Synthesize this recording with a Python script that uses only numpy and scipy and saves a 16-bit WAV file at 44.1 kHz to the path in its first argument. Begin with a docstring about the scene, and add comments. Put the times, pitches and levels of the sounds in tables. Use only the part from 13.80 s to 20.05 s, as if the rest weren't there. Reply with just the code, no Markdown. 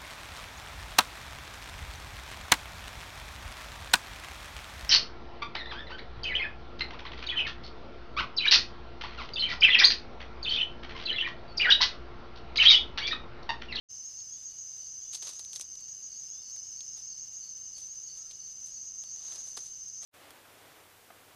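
"""A shrill chorus of crickets fills a forest: one chirps close by, many more chirp and trill among trees.
Each stridulates, drawing a file over a scraper, and trunks and leaves scatter the tone into echoes.
Chimpanzees shift on the litter in front: leaves fracture in clicks, twigs snap, a limb bumps the soil.
Far birds whistle a few times over soft forest air, a faint low hum and the hiss of distant insects."""
import sys
import numpy as np
from scipy import signal
from scipy.fft import rfft, irfft
from scipy.io import wavfile
from scipy.ndimage import uniform_filter1d

SR = 44100
rng = np.random.default_rng(int(sys.argv[2]) if len(sys.argv) > 2 else 0)


def persist_wave(psi):
    """Save psi, clipped to +-1, as 16-bit WAV."""
    counts = np.round(np.clip(psi, -1, 1) * 32767).astype(np.int16)
    wavfile.write(sys.argv[1], SR, np.atleast_2d(counts).T)


N = 275625
TIME = np.arange(N) / SR


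def chorus(flutter_db=1.25, trim_db=-0.5):
    """Incoherent superposition: far crickets, each at its own pitch and pace, swell and ebb as one."""
    # far crickets: top f/Hz, chirp rate/(1/s), relative level/dB
    crickets = [(5833, 7.9, -12), (6025, 7.7, -8.5), (6104, 7.6, -0.5), (6110, 8.2, -6.5),
                (6184, 6.8, -1.5), (6230, 8.1, -0.5), (6330, 7.2, 2), (6420, 6.3, -2.5), (6447, 6.7, -3),
                (6550, 6.9, -7)]
    # slow envelope of their sum: t/s, level/dB before flutter and trim
    swell = [(0.15, -44.5), (0.7, -46), (1.3, -43), (2.25, -45), (2.9, -44.5), (3.4, -42.5), (3.7, -43.5),
             (4.25, -44.4), (4.65, -45.8), (5.4, -42.5), (6.2, -43.5)]
    song = 0
    for hz, per_s, db in crickets:
        phase = cycle(per_s, jitter=0.0697, jitter_per_s=2.02) / .6   # sounds for 60 % of each cycle
        voice = chirp(phase, hz + 15 * drift(4), rise_hz=113.6, rasp=0.61, rasp_rate=204, edge=0.16)
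        song = song + from_db(db + 1.4 * drift(6.1)) * voice
    song = forest(song, wet_db=-4.5, t60=1.0)
    running_rms = np.sqrt(uniform_filter1d(song ** 2, size=3000) + 1e-12)
    swell_db = np.interp(TIME, *np.transpose(swell)) + flutter_db * drift(15)
    return song / running_rms * from_db(swell_db + trim_db)


def near_cricket():
    """Stridulation at close range: direct sound dominates in rising chirps, about seven a second."""
    # runs of chirps: first t/s, last t/s, level/dB
    runs = [(.270, .803, -43.5), (1.308, 1.580, -45), (2.112, 2.520, -44.5), (2.745, 3.568, -46.5),
            (4.123, 4.405, -45), (4.937, 5.602, -45.5), (6.207, 6.342, -48)]
    phase, gain = beat(runs, period_s=.135, length_s=.072, uneven_db=0.05)
    song = gain * chirp(phase, top_hz=6605, rise_hz=147.8, rasp=0.2, rasp_rate=160, edge=0.33)
    return forest(song, wet_db=-7, t60=.2)


def low_cricket(warm_up_s=3.2, warm_up_db=4):
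    """Stridulation at a lower, nearly constant frequency: three soft chirps a second gather strength."""
    # one long run of chirps: first t/s, last t/s, level/dB at full voice
    runs = [(.395, 5.283, -57.5)]
    phase, gain = beat(runs, period_s=.325, length_s=0.141, uneven_db=0.8)
    warm_up = from_db(-warm_up_db * np.maximum(1 - TIME / warm_up_s, 0))
    song = warm_up * gain * chirp(phase, top_hz=4507, rise_hz=10, rasp=.35, rasp_rate=45, edge=.48)
    return forest(song, wet_db=-7, t60=.3)


def trillers():
    """Continuous stridulation: unbroken pulse trains add in and under the chorus."""
    # trilling crickets: f/Hz, stroke rate/(1/s), frequency waver/Hz, level/dB
    trills = [(6100, 6.2, 12, -56.5), (5005, 35, 8.97, -63.5), (5030, 27, 8, -64), (5092, 21, 8, -61),
              (5150, 14, 9, -62.5), (4562, 13, 26, -71.5), (2940, 41, 50, -79.5), (2808, 29, 55, -82.5)]
    song = sum(from_db(db + 1.5 * drift(3)) * trill(hz, per_s, waver_hz, duty=.8)
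               for hz, per_s, waver_hz, db in trills)
    return forest(song, wet_db=-2.5, t60=0.22)


def fast_triller():
    """A gated pulse train: a closer cricket with crisp, quick strokes sings in bouts."""
    # bouts of song: start t/s, end t/s, level/dB
    bouts = [(0.0, 0.488, -59.5), (2.392, 3.51, -59.5), (6.0, 6.3, -65)]
    gate = sum(from_db(db) * arch((TIME - start) / (end - start), edge=0.061) for start, end, db in bouts)
    song = gate * trill(hz=5324, per_s=37.5, waver_hz=12, duty=.72)
    return forest(song, wet_db=-7, t60=0.22)


def chirp(phase, top_hz, rise_hz, rasp, rasp_rate, edge):
    """Tooth rate sets pitch: it climbs as the file speeds up over the scraper; uneven teeth add rasp."""
    hz = top_hz - rise_hz * (1 - np.clip(phase, 0, 1)) ** 2
    carrier = tone(hz + 14 * drift(62.4))
    roughness = (1 + rasp * drift(rasp_rate)) / np.sqrt(1 + rasp ** 2)
    return arch(phase, edge) * carrier * roughness


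def trill(hz, per_s, waver_hz, duty):
    """Pulse modulation: each wing stroke radiates a short tone that sags in pitch."""
    stroke = cycle(per_s, jitter=0.0186, jitter_per_s=3.2)
    carrier = tone(hz - 30 * (stroke - duty / 2) + waver_hz * drift(30.8))
    return rms_one(arch(stroke / duty, edge=0.31) * carrier)


def cycle(per_s, jitter, jitter_per_s):
    """Phase is the integral of rate: progress 0..1 through each cycle of a slightly unsteady rhythm."""
    rate = per_s * (1 + jitter * drift(jitter_per_s))
    return (np.cumsum(rate) / SR + rng.random()) % 1


def beat(runs, period_s, length_s, uneven_db):
    """Periodic chirps fill each run; gives the nearest chirp's phase (0..1 while it sounds) and gain."""
    centres, db = np.transpose([(s, db) for first, last, db in runs
                                for s in np.linspace(first, last, round((last - first) / period_s) + 1)])
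    nearest = np.searchsorted((centres[1:] + centres[:-1]) / 2, TIME)
    gains = from_db(db + uneven_db * rng.standard_normal(len(centres)))
    return (TIME - centres[nearest]) / length_s + .5, gains[nearest]


def forest(x, wet_db, t60):
    """Reverberation by scattering: trunks and leaves return an exponentially dying cloud of echoes."""
    t = TIME[:SR // 2]
    echoes = rng.standard_normal(len(t)) * from_db(-60 * t / t60)
    cloud = rms_one(signal.fftconvolve(x, echoes)[:N]) * np.std(x)
    wet = from_db(wet_db)
    return (x + wet * cloud) / np.sqrt(1 + wet ** 2)


def rustles(range_db=22.5):
    """Crackling noise: limbs drag over the litter and crush it in uneven clumps of tiny fractures."""
    # pushes of a limb: peak t/s, rise t/s, fall t/s, then leaf, stalk and ground drive level/dB
    pushes = [(1.331, 0.012, .030, -53, -49, -67), (1.350, 0.023, 0.042, -44.5, -43, -61.5),
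              (1.430, 0.012, 0.033, -53, -48, -59), (1.471, 0.045, 0.054, -49.5, -45, -55.5),
              (1.500, 0.041, 0.17, -52.5, -52.5, -63), (1.597, .005, 0.015, -51, -49, -57.5),
              (1.763, 0.048, 0.041, -46.5, -49.5, -66), (1.815, .004, 0.039, -52, -54, -66),
              (3.184, .060, 0.06, -64, -58.5, -70), (3.982, 0.051, 0.17, -61, -60, -72),
              (4.385, 0.095, .100, -63.5, -65, -71), (4.511, .012, 0.028, -61, -48.5, -66),
              (4.864, 0.029, .060, -56, -78, -85), (5.550, 0.29, 0.17, -58, -52.5, -61),
              (5.690, 0.1, 0.047, -54, -67, -68), (5.772, 0.0096, 0.043, -44.5, -49, -53),
              (5.850, 0.038, 0.087, -55, -58, -69.5), (6.231, 0.026, .120, -52.5, -56, -57.5)]
    leaf, stalk, ground = np.zeros((3, N))
    for s, rise_s, fall_s, *levels in pushes:
        from_peak = np.maximum((s - TIME) / rise_s, (TIME - s) / fall_s)
        push = from_db(-range_db * np.minimum(from_peak, 10))
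        for gain, db in zip((leaf, stalk, ground), levels):
            gain += from_db(db) * push
    clumps = rms_one(from_db(2.5 * drift(130)))
    leaf, stalk, ground = leaf * clumps, stalk * clumps, ground * clumps
    mid = litter(leaf * grains(6000, 2.0), stalk * grains(5000, 3.8), ground * grains(4000, 1.9))
    side = from_db(-4.5) * band(leaf * grains(9000, 3.7), 6240, 10600, order=5)
    return stereo(mid, side)


def snaps(splinter_db=-12, splinter_s=0.00061, tail_db=-27, tail_s=0.0082, thud_s=0.0033):
    """Brittle fracture: a twig gives way in one impulse and a few splinters; nearby leaves shiver."""
    # twig snaps and knocks: t/s, then crack, stalk and thud drive level/dB
    fractures = [(0.404, -46, -39, -79), (1.349, -27, -32, -69), (1.4252, -42, -24.5, -52),
                 (1.4718, -40, -32, -61), (1.594, -28, -26, -61), (1.649, -33.5, -32.5, -78),
                 (1.732, -25.5, -25, -55.5), (1.760, -41, -24, -56), (1.771, -39, -34, -55),
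                 (1.797, -26, -30, -48.5), (1.811, -17.5, -35, -65), (1.955, -39, -37, -70),
                 (2.008, -35.5, -55, -69), (2.400, -41, -59, -65), (2.763, -37.5, -37, -57.5),
                 (3.0075, -54, -28.5, -62), (3.969, -41, -47, -72), (3.982, -32.5, -42, -64),
                 (4.007, -36, -56, -74), (5.238, -32.5, -33, -58), (5.558, -29.5, -42, -63),
                 (5.7704, -34, -27, -60), (5.7745, -44, -25, -46), (6.083, -33, -59, -78)]
    leaf, stalk, ground = np.zeros((3, N))
    t = TIME[:SR // 16]
    crack = t == 0
    shiver = from_db(splinter_db) * np.exp(-t / splinter_s) + from_db(tail_db) * np.exp(-t / tail_s)
    give = np.exp(-t / thud_s)   # the soil yields more slowly
    for s, crack_db, stalk_db, thud_db in fractures:
        at = slice(round(s * SR), round(s * SR) + len(t))
        noise = rng.standard_normal((3, len(t)))
        leaf[at] += from_db(crack_db) * (crack + shiver * noise[0])
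        stalk[at] += from_db(stalk_db) * (crack + shiver * noise[1])
        ground[at] += from_db(thud_db) * (crack + give * noise[2])
    side = from_db(-24) * band(leaf, 5600, 11700, order=4)
    return stereo(litter(leaf, stalk, ground), side)


def grains(per_s, spread_db):
    """Shot noise: tiny fractures of dry leaves make random clicks of very uneven size."""
    sizes = from_db(spread_db * np.minimum(rng.exponential(1, N), 4)) * rng.choice([-1, 1], N)
    return rms_one(sizes * (rng.random(N) < per_s / SR))


def litter(leaf, stalk, ground):
    """Broad resonances: leaves crackle high, stalks ring in the middle, the soil answers low."""
    crackle = signal.lfilter([.7], [1, -.36], band(leaf, 4640, 9800))   # gentle low-pass
    return 1.51 * crackle + band(stalk, 3450, 6360) + band(ground, 350, 1700, order=1)


def bump(onset_s=5.774, level_db=-54.5):
    """Damped modes: a limb lands softly and heavily, and the vibration dies at once in the soil."""
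    # modes of the impact: f/Hz, relative level/dB, 60 dB decay t/s
    modes = [(269, 0.5, 0.071), (388, 0.5, 0.088), (677, 1, 0.062), (1200, 8, 0.028), (1690, -3, 0.033)]
    t = np.maximum(TIME - onset_s, 0)
    return sum(from_db(level_db + db - 60 * np.minimum(t / t60, 2)) * np.sin(2 * np.pi * hz * t)
               for hz, db, t60 in modes)


def birds(length_s=0.131):
    """Linear frequency sweeps: thin whistles from deep in the trees, about half their power in echoes."""
    # whistles: middle t/s, level/dB, starting f/Hz, rise in f/Hz
    whistles = [(.54, -71.5, 3210, 447), (1.24, -71, 3160, 455), (2.56, -71.5, 3270, 430),
                (4.435, -79, 1290, 90)]
    song = 0
    for s, db, start_hz, rise_hz in whistles:
        phase = np.clip((TIME - s) / length_s + .5, 0, 1)
        song = song + from_db(db) * arch(phase, edge=0.21) * tone(start_hz + rise_hz * phase)
    return forest(song, wet_db=1, t60=0.33)


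def background(air_db=-70, hiss_db=-56):
    """Ambient noise: countless far insects sum incoherently to a hiss over forest air and a faint hum."""
    # spectrum of still forest air: f/Hz, relative density level/dB
    air_spectrum = [(12, -36), (20, 0.5), (60, -0.5), (123, -3), (204, -6), (572, -13), (646, -13.5),
                    (807, -14.5), (1010, -15.5), (2500, -18), (3250, -19.5), (5500, -120)]
    # partials of the low hum: f/Hz, level/dB
    partials = [(90, -83), (120, -79.5), (150, -85.5)]
    # spectrum of the insect hiss: f/Hz, relative density level/dB
    hiss_spectrum = [(2000, -17), (2600, -17), (3250, -12.5), (3600, -12.5), (4200, -8), (4800, -14),
                     (5480, -8.5), (6200, 9), (6750, 5), (7050, -3.5), (7800, -8), (8400, -11.5),
                     (9200, -16), (13000, -18.5)]
    # difference between the ears in that hiss: f/Hz, side level/dB relative to mid
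    hiss_width = [(5500, -61), (6600, -47), (7100, -6.5), (7800, -7), (9500, -3.5), (13000, -6.5)]
    air = from_db(air_db) * rms_one(colour(rng.standard_normal(N), air_spectrum))
    hum = sum(from_db(db + 2 * drift(1.5)) * tone(hz + 1.21 * drift(4.65)) for hz, db in partials)
    mid, side = (rms_one(colour(noise, hiss_spectrum)) for noise in rng.standard_normal((2, N)))
    hiss = from_db(hiss_db + drift(20.0)) * stereo(mid, colour(side, hiss_width))
    return air + hum + hiss


def from_db(db):
    """Amplitude ratio of a level: tenfold for every 20 dB."""
    return 10 ** (np.asarray(db) / 20)


def rms_one(x):
    """Normalisation to unit mean power."""
    return x / np.sqrt(np.mean(x ** 2) + 1e-20)


def drift(hz):
    """Random modulation of rms 1: noise through two low-pass poles at the given frequency."""
    step, settle = 40, 2000   # audio samples per noise value; values skipped while the filter settles
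    pole = np.exp(-2 * step * np.pi * hz / SR)
    noise = rng.standard_normal(N // step + settle + 2)
    slow = signal.lfilter([1], [1, -2 * pole, pole * pole], noise)[settle:]
    return np.interp(np.arange(N) / step, np.arange(len(slow)), rms_one(slow))


def colour(x, points):
    """Zero-phase filtering by a curve of (f/Hz, level/dB) points."""
    hz, db = np.transpose(points)
    bins = np.maximum(np.fft.rfftfreq(N, 1 / SR), 1)
    return irfft(rfft(x) * from_db(np.interp(np.log(bins), np.log(hz), db)), N)


def band(x, low_hz, high_hz, order=2):
    """Causal band-pass filtering that keeps the power of white noise."""
    sos = signal.butter(order, [low_hz, min(high_hz, .45 * SR)], "band", fs=SR, output="sos")
    return signal.sosfilt(sos, x + 1e-18) * np.sqrt(SR / 2 / (high_hz - low_hz))


def stereo(mid, side):
    """Sum and difference give the left and right channels."""
    return np.array([mid + side, mid - side])


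def tone(hz):
    """A sine of rms 1 whose phase integrates a frequency curve."""
    return np.sqrt(2) * np.sin(2 * np.pi * (np.cumsum(hz * np.ones(N)) / SR + rng.random()))


def arch(phase, edge):
    """A window over phase 0..1 with raised-cosine edges, silent outside."""
    return np.sin(np.pi / 2 * np.clip(np.minimum(phase, 1 - phase) / edge, 0, 1)) ** 2


def scene():
    """Linear superposition: the pressures of all sources add."""
    crickets = near_cricket() + chorus() + low_cricket() + trillers() + fast_triller()
    return crickets + birds() + rustles() + snaps() + bump() + background()


def record(dry, start_s=0.087, fade_s=0.022, cutoff_hz=13200):
    """Gating and band limiting: a quick fade-in follows a silent moment; the top is cut steeply."""
    fade_in = np.clip((TIME - start_s) / fade_s, 0, 1)
    low_pass = signal.ellip(10, .2, 80, cutoff_hz, fs=SR, output="sos")
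    return signal.sosfilt(low_pass, dry * fade_in)


dry = scene()
out = record(dry)
persist_wave(out)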